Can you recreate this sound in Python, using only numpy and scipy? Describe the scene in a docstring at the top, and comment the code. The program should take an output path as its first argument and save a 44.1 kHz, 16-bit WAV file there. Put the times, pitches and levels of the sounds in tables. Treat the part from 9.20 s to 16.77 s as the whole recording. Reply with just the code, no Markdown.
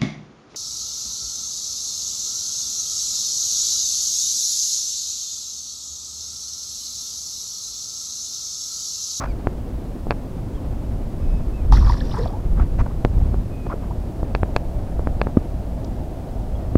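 """On a rock by a pond, a mesh net is thrown and its cord is wound round a stone.
A small camera in a case hears it: wind buffets the microphone over a far roar and far birds whistle.
The camera mount ticks as the head turns, feet scuff, water sloshes, the cord ticks and the stone bumps.
The net slaps the water: spray patters, droplets crack on the surface and trapped air rings as bubbles."""
import sys
import numpy as np
from scipy import signal
from scipy.fft import rfft, irfft
from scipy.io import wavfile
from scipy.ndimage import uniform_filter1d

SR = 44100
rng = np.random.default_rng(int(sys.argv[2]) if len(sys.argv) > 2 else 0)


def file_out(sig):
    """Save sig as 16-bit WAV at sys.argv[1]."""
    # one column per channel
    cols = np.atleast_2d(sig).T
    # limit, then scale
    lim = np.clip(cols, -1, 1)
    pcm = np.round(lim * 32767).astype(np.int16)
    wavfile.write(sys.argv[1], SR, pcm)


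N = 333925


def gain_of(db):
    """Turns decibels into a number to multiply a sound by."""
    return 10 ** (np.asarray(db) / 20)


def evened(x):
    """Scales a signal to an average (rms) size of 1."""
    return x / np.sqrt(np.mean(x ** 2) + 1e-20)


def over_time(points):
    """Joins (time, value) points with straight lines across the whole scene."""
    return np.interp(np.arange(N) / SR, *np.transpose(points))


def add(mix, start_s, sound):
    """Mixes a sound in at its start time."""
    part = mix[round(start_s * SR):][:len(sound)]
    part += sound[:len(part)]


def coloured(x, tone):
    """Shapes the lows and highs of x with a tone table; the result has size 1."""
    hz = np.fft.rfftfreq(len(x), 1 / SR)
    tone_hz, tone_db = np.transpose(tone)
    db = np.interp(np.log(hz + 1), np.log(tone_hz + 1), tone_db, left=-90, right=-90)
    return evened(irfft(rfft(x) * gain_of(db), len(x)))


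def noise(tone):
    """Steady shaped noise as long as the scene."""
    return coloured(rng.standard_normal(N), tone)


def band(low_hz, high_hz, length, order=4):
    """Up to 0.1 s of noise between two frequencies."""
    edges = signal.butter(order, [low_hz, high_hz], "band", fs=SR, output="sos")
    return evened(signal.sosfilt(edges, rng.standard_normal(SR // 10)))[-length:]


def wobble(samples, length=N):
    """A random drift of about size 1, smoothed over the given number of samples."""
    return evened(uniform_filter1d(uniform_filter1d(rng.standard_normal(N), samples), samples))[:length]


# tone of the microphone's hiss: (frequency [Hz], relative level [dB])
HISS_TONE = [(1470, -10), (2500, -3), (3950, -3.5), (8020, -7), (15000, -10), (16000, -13)]


def hiss():
    """The microphone makes a faint noise of its own."""
    return gain_of(-57.5) * noise(HISS_TONE)


# tone of the background rush: (frequency [Hz], relative level [dB])
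RUSH_TONE = [(480, -10.5), (650, -2.5), (980, -18)]
# how the rush grows: (time [s], level [dB])
RUSH_LEVEL = [(4.3, -52), (5.3, -42.5)]


def rush():
    """A narrow band of noise grows louder in the background."""
    return noise(RUSH_TONE) * gain_of(over_time(RUSH_LEVEL))


# far bird calls: (time [s], length [s], four pitches in turn [Hz], level [dB], octave level [dB])
BIRD_CALLS = [(.066, 0.062, 2480, 2450, 2320, 2130, -56, -62),
              (.188, 0.02, 4250, 4450, 4550, 4600, -62, -80),
              (1.34, .052, 3100, 3330, 3180, 3030, -61, -80),
              (1.995, 0.225, 2630, 2510, 2590, 2560, -61, -70),
              (2.33, 0.11, 2600, 2640, 2470, 2310, -57, -75),
              (4.305, 0.205, 2500, 2510, 2500, 2530, -57.5, -85),
              (7.35, 0.021, 3350, 3300, 3280, 3150, -58, -80)]


def bird(length_s, *row):
    """An almost pure whistle with a faint octave above, wavering on its way through the air."""
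    *pitches, db, octave_db = row
    t = np.arange(0, length_s, 1 / SR)
    hz = np.interp(t, np.linspace(0, length_s, len(pitches)), pitches)
    phase = 2 * np.pi * np.cumsum(hz * (1 + 0.0093 * wobble(150, len(t)))) / SR
    whistle = np.sqrt(2) * (gain_of(db) * np.sin(phase) + gain_of(octave_db) * np.sin(2 * phase))
    return whistle * gain_of(2.0 * wobble(300, len(t))) * signal.windows.tukey(len(t), .3)


# gusts at the microphone: (time [s], level [dB])
GUSTS = [(0, -25.5), (.65, -30), (1.95, -25), (2.12, -17), (2.4, -23.5), (2.53, -11.5), (2.74, -15),
         (2.82, -21), (3.27, -22.5), (3.4, -15), (3.48, -20.5), (3.62, -15), (3.75, -25.5), (3.98, -12.5),
         (4.38, -26), (6.3, -23), (6.88, -28), (7.57, -22.5)]
# tones of the wind's buffeting and of the far roar: (frequency [Hz], relative level [dB])
BUFFET_TONE = [(4.7, -42), (8.0, -3.5), (49, 2.5), (106, -9), (215, -21.5), (241, -19), (270, -30.5),
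               (400, -34.5), (520, -77), (880, -120)]
ROAR_TONE = [(59, -41), (100, -0.5), (216, -6), (249, -4), (304, -7.5), (338, -8), (461, -15), (490, -12.5),
             (755, -19.5), (1400, -31), (4000, -48.5), (5200, -52), (8800, -120)]


def wind():
    """Swirls of air rumble at the microphone opening; a far roar follows the gusts a little."""
    gust_db = over_time(GUSTS)
    buffet = noise(BUFFET_TONE) * gain_of(gust_db + 1.7 * wobble(1500))
    roar = noise(ROAR_TONE) * gain_of(-31 + 0.083 * gust_db + 1.08 * wobble(700))
    return buffet + roar


def jolt(u):
    """A single shove near u = 0: a quick rise and a slower fall."""
    return 0.95 / (np.exp(-np.clip(10.5 * u, -50, 50)) + np.exp(np.minimum(u, 50)))


def cushioned(x, ms):
    """Padding spreads a knock over about ms milliseconds and dulls its highs."""
    cycles_per_ms = np.fft.rfftfreq(len(x), 1000 / SR)
    return irfft(rfft(x) * np.exp(-(cycles_per_ms * ms) ** 3), len(x))


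# notes the camera case rings at: (pitch [Hz], relative level [dB], time to fade by 60 dB [s])
CASE_NOTES = [(1030, 2, 0.0024), (1710, -14, 0.016), (2605, -2, 0.0066), (3620, -18, 0.0096),
              (4530, -3, 0.0065), (5220, -8.5, 0.0056), (7300, -36, 0.0041)]


def case_tick(contact_ms, bounce_ms, bounce_share, settle, ring_db, soften):
    """The case is jolted 2 ms in, rings, bounces once more softly and slowly settles."""
    t = np.arange(1500) / SR
    ms = t * 1000
    ring = sum(gain_of(db - 60 * t / fade_s) * np.sin(2 * np.pi * hz * t)
               for hz, db, fade_s in CASE_NOTES)
    out = settle * jolt((ms - 3.5) / 2.0)
    for share, at_ms, span_ms in (1, 2, contact_ms), (bounce_share, 2 + bounce_ms, soften * contact_ms):
        front = jolt((ms - at_ms) / (0.62 * span_ms))  # the steep start sets the case ringing
        ringing = gain_of(ring_db) * np.convolve(front / front.sum(), ring)[:len(t)]
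        out += share * (jolt((ms - at_ms) / span_ms) + ringing)
    return out


# the mount slips forward: (time [s], level before padding [dB], bounce delay [ms], padding [ms])
MOUNT_SLIPS = [(0.2713, 0.5, 2.9, 0.21), (.869, -7, 2.5, 0.85), (3.8497, 6, 2.75, 0.12),
               (3.8581, -6.5, 2.1, 0.68), (4.1435, -6.5, 2.7, 0.66), (5.031, -5.5, 1.5, 0.69),
               (5.2325, 1, 1.23, 0.21), (5.7944, -7, 2, 0.66), (5.8724, -2, 3.9, .33),
               (6.0704, -3.5, 2.3, 0.41)]
# the mount snaps back:
# (time [s], level before padding [dB], bounce delay [ms], bounce size [share], padding [ms])
MOUNT_SNAPS = [(.908, -5.5, 8.5, 0.41, 0.12), (0.9236, -16.5, 8.1, .05, 0.41),
               (5.1506, -7.5, 9.3, 0.21, 0.13), (5.364, -2.5, 8.5, 0.088, 0.08),
               (6.0158, -5.5, 1.76, 0.16, 0.18)]


def mount():
    """As the head turns, the mount gives the case blunt pushes and sharp pulls."""
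    out = np.zeros(N)
    push_ms, pull_ms, lead_s = 0.72, 0.27, 0.002
    for s, db, bounce_ms, padding_ms in MOUNT_SLIPS:
        push = case_tick(push_ms, bounce_ms, bounce_share=0.16, settle=0.15, ring_db=-21.5, soften=1.1)
        add(out, s - lead_s, gain_of(db) * cushioned(push, padding_ms))
    for s, db, bounce_ms, bounce_share, padding_ms in MOUNT_SNAPS:
        pull = case_tick(pull_ms, bounce_ms, bounce_share, settle=0.37, ring_db=3.5, soften=1.8)
        add(out, s - lead_s, -gain_of(db) * cushioned(pull, padding_ms))
    return out


# short gritty noise bursts, foot scuffs and (near 4.5 s) a slosh of water:
# (time [s], crunch level [dB], length [s], crunch pitch [Hz], grit level [dB])
SCUFFS_AND_SLOSH = [(0, -29.5, 0.038, 1100, -47), (.036, -23, 0.011, 1150, -43.5),
                    (.049, -33, 0.017, 1120, -49), (3.365, -41, 0.056, 1190, -64),
                    (3.396, -31, 0.0093, 1110, -49), (3.406, -38, 0.028, 1200, -54),
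                    (3.58, -33.5, 0.044, 1200, -48), (3.596, -32, 0.015, 1130, -48),
                    (3.66, -30, 0.0081, 930, -57), (4.465, -23.5, 0.005, 760, -50),
                    (4.487, -34.5, 0.06, 1070, -57)]


def gritty_burst(crunch_db, length_s, hz, grit_db):
    """A scuff or slosh is a short noise: a dull crunch, a harder gritty band and a thin rasp on top."""
    length = round(length_s * SR)
    crunch = gain_of(crunch_db) * band(hz * 0.45, hz * 1.226, length, order=3)
    grit = gain_of(grit_db) * band(1800, 2550, length, order=3)
    rasp = gain_of(grit_db - 8) * band(3200, 6300, length)
    return (crunch + grit + rasp) * signal.windows.tukey(length, .5)


# the net's cord ticks: (time [s], level [dB])
CORD_TICKS = [(6.643, -47)]


def cord(db, length_s=0.0089):
    """The cord gives a brief, dry, high tick."""
    length = round(length_s * SR)
    return gain_of(db) * band(3500, 6400, length) * signal.windows.tukey(length, .7)


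# stone bumps: (time [s], level [dB], pitch [Hz], time to fade by 60 dB [s], sway level [dB])
STONE_BUMPS = [(6.1703, 6.8, 236.4, .021, -5), (7.5546, 10, 255, .013, 0)]


def stone(db, hz, fade_s, sway_db):
    """The stone bumps near the camera: a short knock and a deep sway come through the case."""
    t = np.arange(4000) / SR
    ring = np.sin(2 * np.pi * hz * t) + 0.071 * np.sin(2 * np.pi * 1230 * t)
    knock = gain_of(db - 60 * t / fade_s) * ring * np.tanh((t / 0.0012) ** 2)
    low_note = np.sin(2 * np.pi * 75 * (t - .007))
    sway = gain_of(sway_db - 60 * t / 0.063) * low_note * np.tanh((t / 0.002) ** 2)
    return -knock - sway


# bubbles in the pond: (time [s], level [dB], starting pitch [Hz], time to fade by 60 dB [s])
POND_BUBBLES = [(.071, -31, 1350, 0.033), (1.375, -35.5, 1110, .05), (2.524, -4, 973, 0.015),
                (2.572, -20, 1210, 0.023), (2.625, -19.5, 920, 0.032), (2.672, -25.5, 1104, 0.11),
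                (2.697, -11, 880, 0.047), (2.804, -23, 4300, 0.016), (2.81, -25, 1650, 0.031),
                (2.912, -33, 3300, 0.04), (2.968, -22.5, 924, 0.11), (2.984, -21, 435, 0.33),
                (3.058, -11, 835, 0.022), (3.1, -30.5, 720, 0.13), (3.134, -29.5, 842, 0.18),
                (4.014, -25, 830, 0.029), (4.5, -13, 1040, 0.011), (4.519, -25, 1240, 0.013),
                (4.526, -16, 1480, 0.016), (4.5395, -3.5, 475, 0.009), (4.709, -21.5, 970, 0.033)]


def bubble(db, hz, fade_s, octaves_per_s=3.3):
    """Trapped air rings unevenly and rises in pitch as it nears the surface."""
    t = np.arange(0, min(fade_s, 1.5 / max(octaves_per_s, 1)), 1 / SR)
    pitch = hz * 2 ** (octaves_per_s * t) * (1 + 0.083 * wobble(90, len(t)))
    soft_ends = np.tanh(t / 0.0019) * np.tanh((t[-1] - t) / .003)
    return gain_of(db - 60 * t / fade_s) * np.sin(2 * np.pi * np.cumsum(pitch) / SR) * soft_ends


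# single falling drops: (time [s], level [dB], starting pitch [Hz], pitch rise [octaves/s])
WATER_DROPS = [(3.705, -36, 940, 29), (4.63, -32, 780, 49)]


def drop(db, hz, octaves_per_s):
    """The air pocket under a fallen drop closes fast, so its note sweeps quickly up."""
    return bubble(db, hz, fade_s=0.07, octaves_per_s=octaves_per_s)


# larger droplets landing: (time [s], level [dB], lowest frequency [Hz], highest frequency [Hz])
DROPLET_CRACKS = [(2.523, -33, 3500, 6030), (2.556, -36, 4200, 6200), (2.572, -48, 4000, 12000),
                  (2.695, -43, 2600, 6000), (2.736, -50, 4500, 8000), (2.78, -42, 3600, 5600),
                  (2.935, -41, 4000, 5800), (2.9405, -26, 447, 1340), (2.96, -49, 6500, 9500),
                  (2.984, -44, 3000, 9000), (3.075, -40, 3180, 4770)]


def crack(db, low_hz, high_hz, decay_s=0.0044):
    """A droplet hits the surface with a puff of noise that dies at once."""
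    t = np.arange(0, 3 * decay_s, 1 / SR)
    return gain_of(db) * band(low_hz, high_hz, len(t)) * np.exp(-t / decay_s) * np.tanh(t / 0.00065)


def pings(length, low_hz, high_hz, cycles, spread_db, glide, per_s=2500, pitches=24):
    """Many tiny ringing notes at random moments, a few of them loud."""
    out = np.zeros(length)
    for hz in np.geomspace(low_hz, high_hz, pitches):
        turns = np.arange(0, 3 * cycles, hz / SR)
        fade = np.exp(-turns / cycles) * np.tanh(turns)
        ring = np.sin(2 * np.pi * turns * (1 + glide * turns)) * fade
        sizes = gain_of(spread_db * np.minimum(rng.exponential(1, length), 4))
        hits = rng.random(length) < per_s / pitches / SR
        out += signal.oaconvolve(sizes * hits, ring / np.linalg.norm(ring))[:length]
    return evened(out)


# the net lands and drains: (time [s], patter level [dB], gurgle level [dB])
NET_SPLASH = [(2.519, -41, -54), (2.524, -28.5, -23), (2.54, -37.5, -31), (2.58, -41.5, -34.5),
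              (2.63, -49, -43.5), (2.7, -41, -33), (2.83, -55.5, -52.5), (2.865, -48.5, -49),
              (2.935, -50, -47), (2.945, -48, -32.5), (3.06, -51.5, -46.5), (3.15, -70, -52)]
# tones of the pattering spray and the gurgling air pockets: (frequency [Hz], relative level [dB])
SPRAY_TONE = [(1350, -38), (2200, -3), (2890, -7), (3500, 0), (4210, 1.5), (5400, 5), (5800, 1.5),
              (6300, -9.5), (8500, -9.5), (12200, -10.5), (13000, -35)]
POCKET_TONE = [(450, -24), (800, 0), (1150, 1.5), (1400, -9.5), (1800, -4.5), (2300, -10)]


def net_splash():
    """The net slaps the pond: droplets patter in clumps over a fine hiss, air pockets gurgle below."""
    times, patter_db, gurgle_db = np.transpose(NET_SPLASH)
    t = np.arange(times[0], times[-1], 1 / SR)
    droplets = pings(len(t), 2300, 7000, cycles=8, spread_db=3.6, glide=.002)
    spray = coloured(droplets + 0.9 * rng.standard_normal(len(t)), SPRAY_TONE)
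    patter = spray * gain_of(np.interp(t, times, patter_db) + 1.9 * wobble(150, len(t)))
    pockets = pings(len(t), 607, 1800, cycles=2.6, spread_db=6.0, glide=0.013)
    gurgle = coloured(pockets, POCKET_TONE) * gain_of(np.interp(t, times, gurgle_db))
    out = np.zeros(N)
    add(out, times[0], patter + gurgle)
    return out


def scene():
    """All the sounds meet at one microphone."""
    out = hiss() + rush() + wind() + mount() + net_splash()
    for table, source in ((BIRD_CALLS, bird), (SCUFFS_AND_SLOSH, gritty_burst), (CORD_TICKS, cord),
                          (STONE_BUMPS, stone), (POND_BUBBLES, bubble), (WATER_DROPS, drop),
                          (DROPLET_CRACKS, crack)):
        for start_s, *row in table:
            add(out, start_s, source(*row))
    return out[None]


def record(dry, sharpness=14, top_hz=15850):
    """The hardest knocks overload the camera and are rounded off; then the very top highs are cut."""
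    rounded = dry / (1 + abs(dry) ** sharpness) ** (1 / sharpness)
    high_cut = signal.firwin(511, top_hz, window=("kaiser", 9), fs=SR)[None]
    padded = np.pad(rounded, ((0, 0), (255, 255)), "edge")
    return signal.oaconvolve(padded, high_cut, "valid")


dry = scene()
out = record(dry)
file_out(out)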